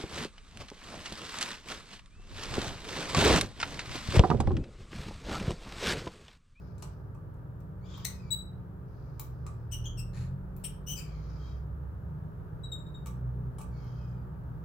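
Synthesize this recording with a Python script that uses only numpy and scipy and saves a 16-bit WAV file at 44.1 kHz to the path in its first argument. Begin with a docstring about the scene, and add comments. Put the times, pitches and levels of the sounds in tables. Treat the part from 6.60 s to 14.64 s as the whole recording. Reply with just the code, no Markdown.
"""At a desk in a small room, a pick tool is worked inside a lock cylinder held in a vice.
A fan hums throughout over soft room noise, and low drones, like engines outside, come and go.
Each push of the hand builds and lets go: the shaft rubs, the pick scrapes, and steel sticks and
slips on brass so quickly that it squeaks. Pins land with clicks that set the lock ringing.
The sounds of the lock bounce briefly around the room and reach two microphones."""
import sys
import numpy as np
from scipy import signal
from scipy.fft import rfft, irfft, next_fast_len
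from scipy.io import wavfile

SR = 44100
rng = np.random.default_rng(int(sys.argv[2]) if len(sys.argv) > 2 else 0)


def wav_record(signal):
    """Record a signal, one row per channel, as 16-bit PCM in the file named by sys.argv[1]."""
    frames = np.transpose(np.atleast_2d(signal))
    bounded = np.clip(frames, -1, 1)
    # unit amplitude maps onto the largest positive 16-bit level
    quanta = np.round(bounded * 32767).astype(np.int16)
    wavfile.write(sys.argv[1], SR, quanta)


N = 354696

# Levels in these tables are relative: the functions turn each layer up or down as a whole.
# The fan's steady tones. Each row: pitch in Hz, level in dB.
FAN_TONES = [(62, -56.5), (122, -56), (156, -57.5), (240, -67.5), (304, -69), (366, -70), (376, -70.5),
             (424, -67), (483, -71.5), (544, -73), (596, -73)]
# How the fan's main tone swells and dips. Each row: time in seconds, level in dB.
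FAN_SWELL = [(0.0, -54.5), (0.76, -62.5), (1.16, -49), (2.28, -53.5), (2.51, -71.5), (3.52, -49.5),
             (4.32, -50), (5.01, -69), (5.49, -49), (6.02, -63.5), (6.56, -51), (8.04, -50.5)]
# An engine outside idles, then speeds up. Each row: time in seconds, crank turns per second.
ENGINE_SPEED = [(0.0, 37.1), (0.33, 40.96), (1.72, 40.38), (1.81, 39.0), (2.8, 41.0), (2.89, 38.46),
                (3.56, 39.45), (3.76, 44.9), (4.86, 51.72), (5.42, 50.15), (5.98, 54.68), (6.07, 59.95),
                (6.7, 62.12), (8.04, 60.46)]
# How loud the engine is. Each row: time in seconds, level in dB.
ENGINE_LEVEL = [(0.0, -58.5), (0.51, -55), (2.75, -49.5), (3.24, -38), (3.31, -43.5), (3.74, -36.5),
                (3.83, -51), (6.45, -45.5), (6.49, -36), (6.81, -33), (7.03, -41.5), (7.63, -37.5),
                (7.7, -53), (7.9, -36), (8.04, -53)]
# The engine's tones. Each row: multiple of the crank speed, level in dB.
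ENGINE_TONES = [(1, -6.5), (2, 1), (3, 3.5), (4, -7.5)]
# What the walls let through. Each row: frequency in Hz, gain in dB.
WALLS = [(38, -6), (62, 1.5), (80, -5), (100, 1), (122, -1), (138, 0.5), (160, -6), (185, -20.5),
         (245, -14)]
# Other low drones. Each row: start, rise and fade in seconds, first and last pitch in Hz, level in dB.
DRONES = [(0, 0.16, 4.5, 99.5, 96.3, -48.5), (2.401, .45, 0.24, 70, 65.5, -47.5),
          (3.0, .25, 1.4, 36.63, 51.94, -43.5), (4.4, .45, 1.1, 53.46, 86.4, -39.5)]
# The deep part of the room noise. Each row: frequency in Hz, level in dB.
RUMBLE_COLOUR = [(20, -36.5), (32, -21), (45, 8), (70, 12), (95, 5.5), (125, 8.5), (155, 13.5), (175, -1.5),
                 (205, -24.5), (300, -50)]
# The airy part of the room noise. Each row: frequency in Hz, level in dB.
AIR_COLOUR = [(100, -0.5), (210, -1), (400, -3.5), (560, -6.5), (750, -9.5), (930, -7), (1050, -13),
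              (1200, -8.5), (1650, -16), (2100, -29.5), (3200, -36), (9000, -54), (11500, -38),
              (16000, -38)]
# How alike that noise is left and right. Each row: frequency in Hz, likeness from 0 to 1.
LIKENESS = [(30, .99), (70, 0.63), (140, 0.96), (250, 0.73), (500, 0.41), (1000, 0.0046), (16000, 0)]
# The shaft slides in its sleeve. Each row: start, build and let-go in seconds, level in dB.
SLIDES = [(0, 0.0076, 0.35, -71.5), (.19, 0.027, 0.3, -73.5), (1.24, 0.14, 0.21, -58),
          (1.5, 0.22, .08, -67.5), (2.25, 0.09, 1, -74), (4.36, 0.11, 0.43, -65.5), (4.6, 0.29, 0.15, -64),
          (7.1, 0.15, 0.35, -65.5)]
# The hiss of that sliding. Each row: frequency in Hz, level in dB.
SLIDE_COLOUR = [(700, -1), (1100, 16.5), (1800, 2), (2400, 5), (2850, -5.5), (3300, -1), (3900, 2.5),
                (5000, 11.5), (7000, -1.5), (8500, -28), (11000, -22), (16000, -32)]
# Pins clicking. 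Each row: start in seconds, then levels in dB of the ring, low knock and bright edge.
CLICKS = [(0.1812, -60.5, -68, -83), (.224, -45, -50.5, -65), (0.548, -71, -64, -79),
          (0.741, -77, -67, -76), (1.004, -71, -71.5, -68), (1.376, -73, -58, -55),
          (1.4482, -44, -63, -41.5), (2.596, -44.5, -51, -37), (2.8652, -50.5, -49.5, -66),
          (3.9644, -65.5, -67, -51), (6.46, -49.5, -53.5, -53), (6.47, -50, -57.5, -53),
          (6.9837, -59.5, -54, -72), (6.992, -62, -61, -68), (7.0052, -59.5, -55, -68),
          (7.014, -53, -60, -57), (7.2444, -77, -72, -68)]
# The notes that tool and lock ring at. Each row: pitch in Hz, width in Hz, level in dB.
LOCK_RING = [(840, 430, 1), (1165, 120, 8.5), (2360, 300, 7), (3903, 810, 5.5), (5430, 300, -4.5),
             (5800, 79, 5.5), (7450, 1800, 0.5), (8064, 130, 1), (10590, 1400, -17), (11940, 760, -0.5),
             (14600, 620, 5.5), (15620, 900, -2)]
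# Faint squeals of the sliding shaft. Each row: start, build and let-go in seconds,
# first, full-pressure and last pitch in Hz, level in dB, roughness (0 is smooth).
SQUEALS = [ (1.208, 0.048, 0.025, 2020, 2390, 2590, -68, 0), (1.235, 0.13, .14, 3590, 3344, 3350, -57, .8),
           (1.51, .095, 0.027, 2550, 2495, 2470, -66, 0.2), (1.595, .045, .15, 2550, 2356, 2199, -66.5, 0),
           (4.42, .03, .22, 2570, 2430, 2007, -63, 0.5), (4.46, .05, .25, 3300, 3200, 3000, -72.5, 0.4),
           (4.76, 0.12, .09, 4030, 3820, 3750, -72, 0.05),
           (4.762, 0.086, 0.13, 3160, 3230, 3180, -66.5, 0.23),
           (7.11, 0.055, 0.134, 2400, 2220, 2130, -68, 0.2), (7.16, 0.11, 0.34, 3280, 3160, 3080, -72, 0.3),
           (7.36, .08, 0.21, 2607, 2518, 2360, -72.5, 0.04)]
# Squeaks of steel on brass. Each row: the same eight values as a squeal,
# then the change in dB from one overtone to the next, and the pick's ring in dB.
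SQUEAKS = [ (1.445, 0.0067, 0.006, 1685, 2040, 2234, -28, 1.06, 0.6, -11.5),
           (1.705, 0.014, 0.028, 3865, 3927, 3860, -21, 0.07, -4.5, -33),
           (3.111, 0.016, 0.035, 2530, 2980, 3020, -35, 0.92, -1, -5),
           (3.239, 0.024, 0.025, 2790, 3248, 3060, -40, 0.79, -3.5, -29),
           (3.371, 0.023, 0.027, 2850, 2650, 2916, -38, 0.59, -1, -21),
           (4.037, 0.006, 0.025, 2700, 2656, 3010, -42.5, 0.78, .5, 7),
           (4.263, .04, 0.0565, 2814, 3080, 2974, -30.5, .55, 0.5, -12),
           (4.356, 0.0204, 0.03, 2600, 2450, 2528, -39, 1.06, 0, -17),
           (4.385, 0.011, 0.028, 2580, 2470, 2580, -46, 1.23, -9, -2.5),
           (6.034, 0.011, 0.011, 3833, 3890, 3770, -36.5, .06, -13, -45),
           (6.117, 0.0069, 0.023, 3890, 3730, 3770, -30, 0.12, -6.5, -45),
           (6.264, 0.0041, .008, 3813, 3770, 3850, -49.5, .06, -13, -34),
           (6.342, 0.0084, 0.013, 3820, 3770, 3680, -44.5, 0.15, -14, -37),
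           (6.982, .004, .014, 2691, 2701, 2740, -59, 1, -2, 10),
           (7.004, .004, 0.012, 2700, 2760, 2670, -54, 1, 7, 6.5)]
# How well the tool gives off a squeak's overtones. Each row: frequency in Hz, gain in dB.
SQUEAK_COLOUR = [(1900, -6.5), (2700, -11.5), (3050, -0.5), (3900, -2), (4800, -0.5), (5400, -3), (6100, 3),
                 (7600, -1), (8250, -2.5), (9000, -21), (11000, -16), (12000, -9.5), (13500, -9.5),
                 (15600, -3), (17500, -45)]
# The pick's own ring under a squeak. Each row: pitch in Hz, width in Hz, level in dB.
PICK_RING = [(2950, 400, -9), (8270, 110, 7), (11000, 500, -9), (15000, 300, -11)]
# Short dry scrapes of the pick. Each row: start, build and let-go in seconds, level in dB.
SCRAPES = [(3.53, 0.021, 0.15, -52.5), (3.96, 0.079, .015, -72), (4.378, 0.0036, 0.023, -52)]
# The hiss of those scrapes. Each row: frequency in Hz, level in dB.
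SCRAPE_COLOUR = [(500, 0.5), (1500, 3.5), (2600, -0.5), (3300, -5), (4300, 4), (5500, -4), (7600, 1.5),
                 (8700, -15.5), (10500, -7), (13000, -20), (16000, -22)]
# How long the room echoes. Each row: frequency in Hz, seconds to fade by 60 dB.
ROOM_FADE = [(1000, .38), (4000, .3), (6000, .26), (12000, .24), (16000, .21)]
# The right microphone is shaded from the tool. Each row: frequency in Hz, gain in dB.
RIGHT_SHADE = [(1000, 5.5), (2000, 3), (3000, 1.5), (3850, -3), (4500, -4), (5400, -14), (6500, -13.5),
               (8400, -14), (9600, 2), (11000, 2.5), (13000, -13), (16000, -8)]


def from_db(db):
    """Turn decibels into a number to multiply by."""
    return 10 ** (np.asarray(db) / 20)


def unit_level(x):
    """Scale a sound so that its average strength (rms) is 1."""
    return x / np.sqrt(np.mean(x ** 2) + 1e-20)


def in_time(rows):
    """Join (time, value) points with straight lines, giving a value for every sample."""
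    return np.interp(np.arange(N) / SR, *np.transpose(rows))


def at_hz(points, hz):
    """Read between (frequency, value) points, with every octave equally wide."""
    f, value = np.transpose(points)
    return np.interp(np.log(np.maximum(hz, 1)), np.log(f), value)


def coloured(x, colour):
    """Turn each frequency of a sound up or down by a curve in dB."""
    size = next_fast_len(x.shape[-1] + 2048)
    gain = from_db(at_hz(colour, np.fft.rfftfreq(size, 1 / SR)))
    return irfft(rfft(x, size) * gain, size)[..., :x.shape[-1]]


def drift(rate, size=N):
    """A random wobble of about 1 either way, with `rate` new values a second."""
    return np.interp(np.arange(size) / SR * rate, np.arange(8192), rng.standard_normal(8192))


def resonance(x, hz, width_hz):
    """Let a sound ring at one pitch; a narrower width rings longer."""
    r = np.exp(-np.pi * width_hz / SR)
    feedback = [1, -2 * r * np.cos(2 * np.pi * hz / SR), r * r]
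    return signal.lfilter(np.array([1, 0, -1]) * (1 - r * r) / 2, feedback, x + 1e-18)


def add(out, start_s, sound):
    """Mix a sound in at its start time."""
    at = round(start_s * SR)
    out[at:at + len(sound)] += sound[:N - at]


def push(build_s, let_go_s):
    """A curve from 0 to 1 and back, like a hand's pressure, and flags for where it is rising."""
    up, down = [np.linspace(0, 1, int(s * SR)) for s in (build_s, let_go_s)]
    pressure = np.concatenate([up ** .65, down[::-1] ** .9])
    return pressure, np.arange(len(pressure)) < len(up)


def tone(hz, level_db):
    """A pure tone whose pitch and level can change at every sample."""
    return np.sqrt(2) * from_db(level_db) * np.sin(2 * np.pi * np.cumsum(hz) / SR)


def fan(main_hz=182.9, wander=.005, waver_db=1.3):
    """A fan hums with several tones, each wavering a little in pitch and level."""
    tones = [*FAN_TONES, (main_hz, in_time(FAN_SWELL) - 1)]
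    return sum(tone(level_db=db + waver_db * drift(2.4), hz=hz * (1 + wander * drift(4)))
               for hz, db in tones)


def engine(gain_db=-4, throb_db=2):
    """An engine's low tones follow its crank, each louder where the walls let it through."""
    crank_hz, level_db = in_time(ENGINE_SPEED), in_time(ENGINE_LEVEL) + gain_db
    return sum(tone(k * crank_hz, level_db + db + at_hz(WALLS, k * crank_hz) + throb_db * drift(15))
               for k, db in ENGINE_TONES)


def drones(throb_db=1.5):
    """Single low notes swell, glide evenly and fade."""
    out = np.zeros(N)
    for start_s, rise_s, fade_s, first_hz, last_hz, level_db in DRONES:
        swell, _ = push(rise_s, fade_s)
        glide_hz = np.geomspace(first_hz, last_hz, len(swell))
        add(out, start_s, swell * tone(glide_hz, level_db + throb_db * drift(17, len(swell))))
    return out


def room_noise(colour, start_db, rise_db_per_s):
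    """Slowly growing noise from all around: alike on both sides in the bass, unrelated higher up."""
    size = next_fast_len(N)
    hz = np.fft.rfftfreq(size, 1 / SR)
    shared, opposite = rfft(rng.standard_normal((2, size)))
    alike = at_hz(LIKENESS, hz)
    pair = np.sqrt(1 + alike) * shared + np.sqrt(1 - alike) * opposite * [[1], [-1]]
    noise = irfft(pair * from_db(at_hz(colour, hz)), size)[:, :N]
    return unit_level(noise) * from_db(start_db + rise_db_per_s * np.arange(N) / SR)


def rub(pushes, colour, grain_db, gain_db):
    """Sliding metal hisses with a fine uneven grain, louder the harder it is pressed."""
    force = np.zeros(N)
    for start_s, build_s, let_go_s, level_db in pushes:
        add(force, start_s, from_db(level_db) * push(build_s, let_go_s)[0])
    hiss = unit_level(coloured(rng.standard_normal(N), colour))
    return force * hiss * from_db(gain_db + grain_db * drift(300))


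def pin_clicks(fade_s=.028, snap=4.1):
    """A pin lands with a sharp crack of tiny contacts that sets the lock ringing."""
    out, t = np.zeros(N), np.arange(SR // 16) / SR
    for start_s, ring_db, knock_db, edge_db in CLICKS:
        crack = rng.standard_normal(len(t)) * from_db(-60 * t / fade_s)
        crack[0] += snap
        # Four bands, each with its own level, make a click brighter or duller.
        bands = [(0, 1800, knock_db + 1), (1800, 4500, ring_db - 6),
                 (4500, 9500, ring_db), (9500, SR, edge_db - 1)]
        for low_hz, high_hz, level_db in bands:
            ring = sum((-1) ** k * from_db(db) * resonance(crack, hz, width)
                       for k, (hz, width, db) in enumerate(LOCK_RING) if low_hz <= hz < high_hz)
            add(out, start_s, from_db(level_db) * ring / np.std(ring[:SR // 250]))  # set by first 4 ms
    return out


def squeak(build_s, let_go_s, first_hz, full_hz, last_hz, level_db, rough, tilt_db, ring_db,
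           jitter, flutter_db, grit_db):
    """Metal sticks and slips, making a note; rough contact shakes it, adds grit and rings the pick."""
    pressure, building = push(build_s, let_go_s)
    hz = full_hz * pressure + np.where(building, first_hz, last_hz) * (1 - pressure)
    size = len(hz)
    shake = drift(1800, size) + drift(350, size) + .6 * drift(140, size)
    slip_hz = hz * (1 + jitter * rough * shake)
    note = sum(tone(k * slip_hz, at_hz(SQUEAK_COLOUR, k * hz) + tilt_db * (k - 1))
               for k in range(1, int(SR / 2 / hz.max()) + 1))
    grit = unit_level(coloured(rng.standard_normal(size), SQUEAK_COLOUR))
    ring = sum(from_db(db) * resonance(rng.standard_normal(size), f, width)
               for f, width, db in PICK_RING)
    sound = unit_level(note) + from_db(grit_db) * rough * grit + from_db(ring_db) * unit_level(ring)
    return sound * pressure * from_db(level_db + flutter_db * rough * drift(400, size))


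def stick_slip(rows, gain_db, **settings):
    """Each push makes one squeak or squeal, its pitch and loudness following the pressure."""
    out = np.zeros(N)
    for start_s, *shape in rows:
        add(out, start_s, squeak(*shape, **settings))
    return from_db(gain_db) * out


def room(x, echo_db=-.5, right_direct_db=-6, build_s=.001):
    """The left microphone faces the tool; both hear dense echoes, which die sooner in the treble."""
    t = np.arange(SR // 2) / SR
    noise, hz = rfft(rng.standard_normal((2, len(t)))), np.fft.rfftfreq(len(t), 1 / SR)
    edges_hz = np.linspace(0, SR / 2, 12)
    tail = np.zeros((2, len(t)))
    for low, high in zip(edges_hz, edges_hz[1:]):
        band = irfft(noise * (hz >= low) * (hz < high), len(t))
        tail += band * from_db(-60 * t / at_hz(ROOM_FADE, (low + high) / 2))
    tail *= 1 - np.exp(-(t / build_s) ** 2)
    tail /= np.sqrt(np.sum(tail ** 2, axis=1, keepdims=True))
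    left, right = from_db(echo_db) * signal.fftconvolve(x[None], tail, axes=1)[:, :N]
    return np.array([x + left, coloured(from_db(right_direct_db) * x + right, RIGHT_SHADE)])


def background(right_lag_s=.00032):
    """Fan, engines and room noise reach the right side a little later, the bass a little stronger."""
    bass = fan() + engine() + drones() + room_noise(RUMBLE_COLOUR, -46.5, rise_db_per_s=.35)
    bass[1] = coloured(bass[1], [(30, .83), (65, 2.7), (120, -.077)])
    left, right = from_db(.5) * bass + room_noise(AIR_COLOUR, -55.5, rise_db_per_s=.4)
    late_right = np.interp(np.arange(N) - right_lag_s * SR, np.arange(N), right)
    return np.array([left, late_right])


def scene():
    """The tool works the lock in the room, over hum, drones and room noise."""
    backdrop = background()
    slides = rub(SLIDES, SLIDE_COLOUR, grain_db=2.5, gain_db=-2)
    clicks = pin_clicks()
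    squeals = stick_slip(SQUEALS, gain_db=-2.5, jitter=.08, flutter_db=5, grit_db=-20,
                         tilt_db=-9, ring_db=-35)
    squeaks = stick_slip(SQUEAKS, gain_db=-6, jitter=.032, flutter_db=4, grit_db=-22)
    scrapes = rub(SCRAPES, SCRAPE_COLOUR, grain_db=4, gain_db=-4.5)
    return backdrop + room(slides + clicks + squeals + squeaks + scrapes)


def record(dry):
    """The highest treble, above 16000 Hz, is cut away steeply."""
    return signal.sosfilt(signal.ellip(12, .1, 80, 16000, fs=SR, output="sos"), dry)


dry = scene()
out = record(dry)
wav_record(out)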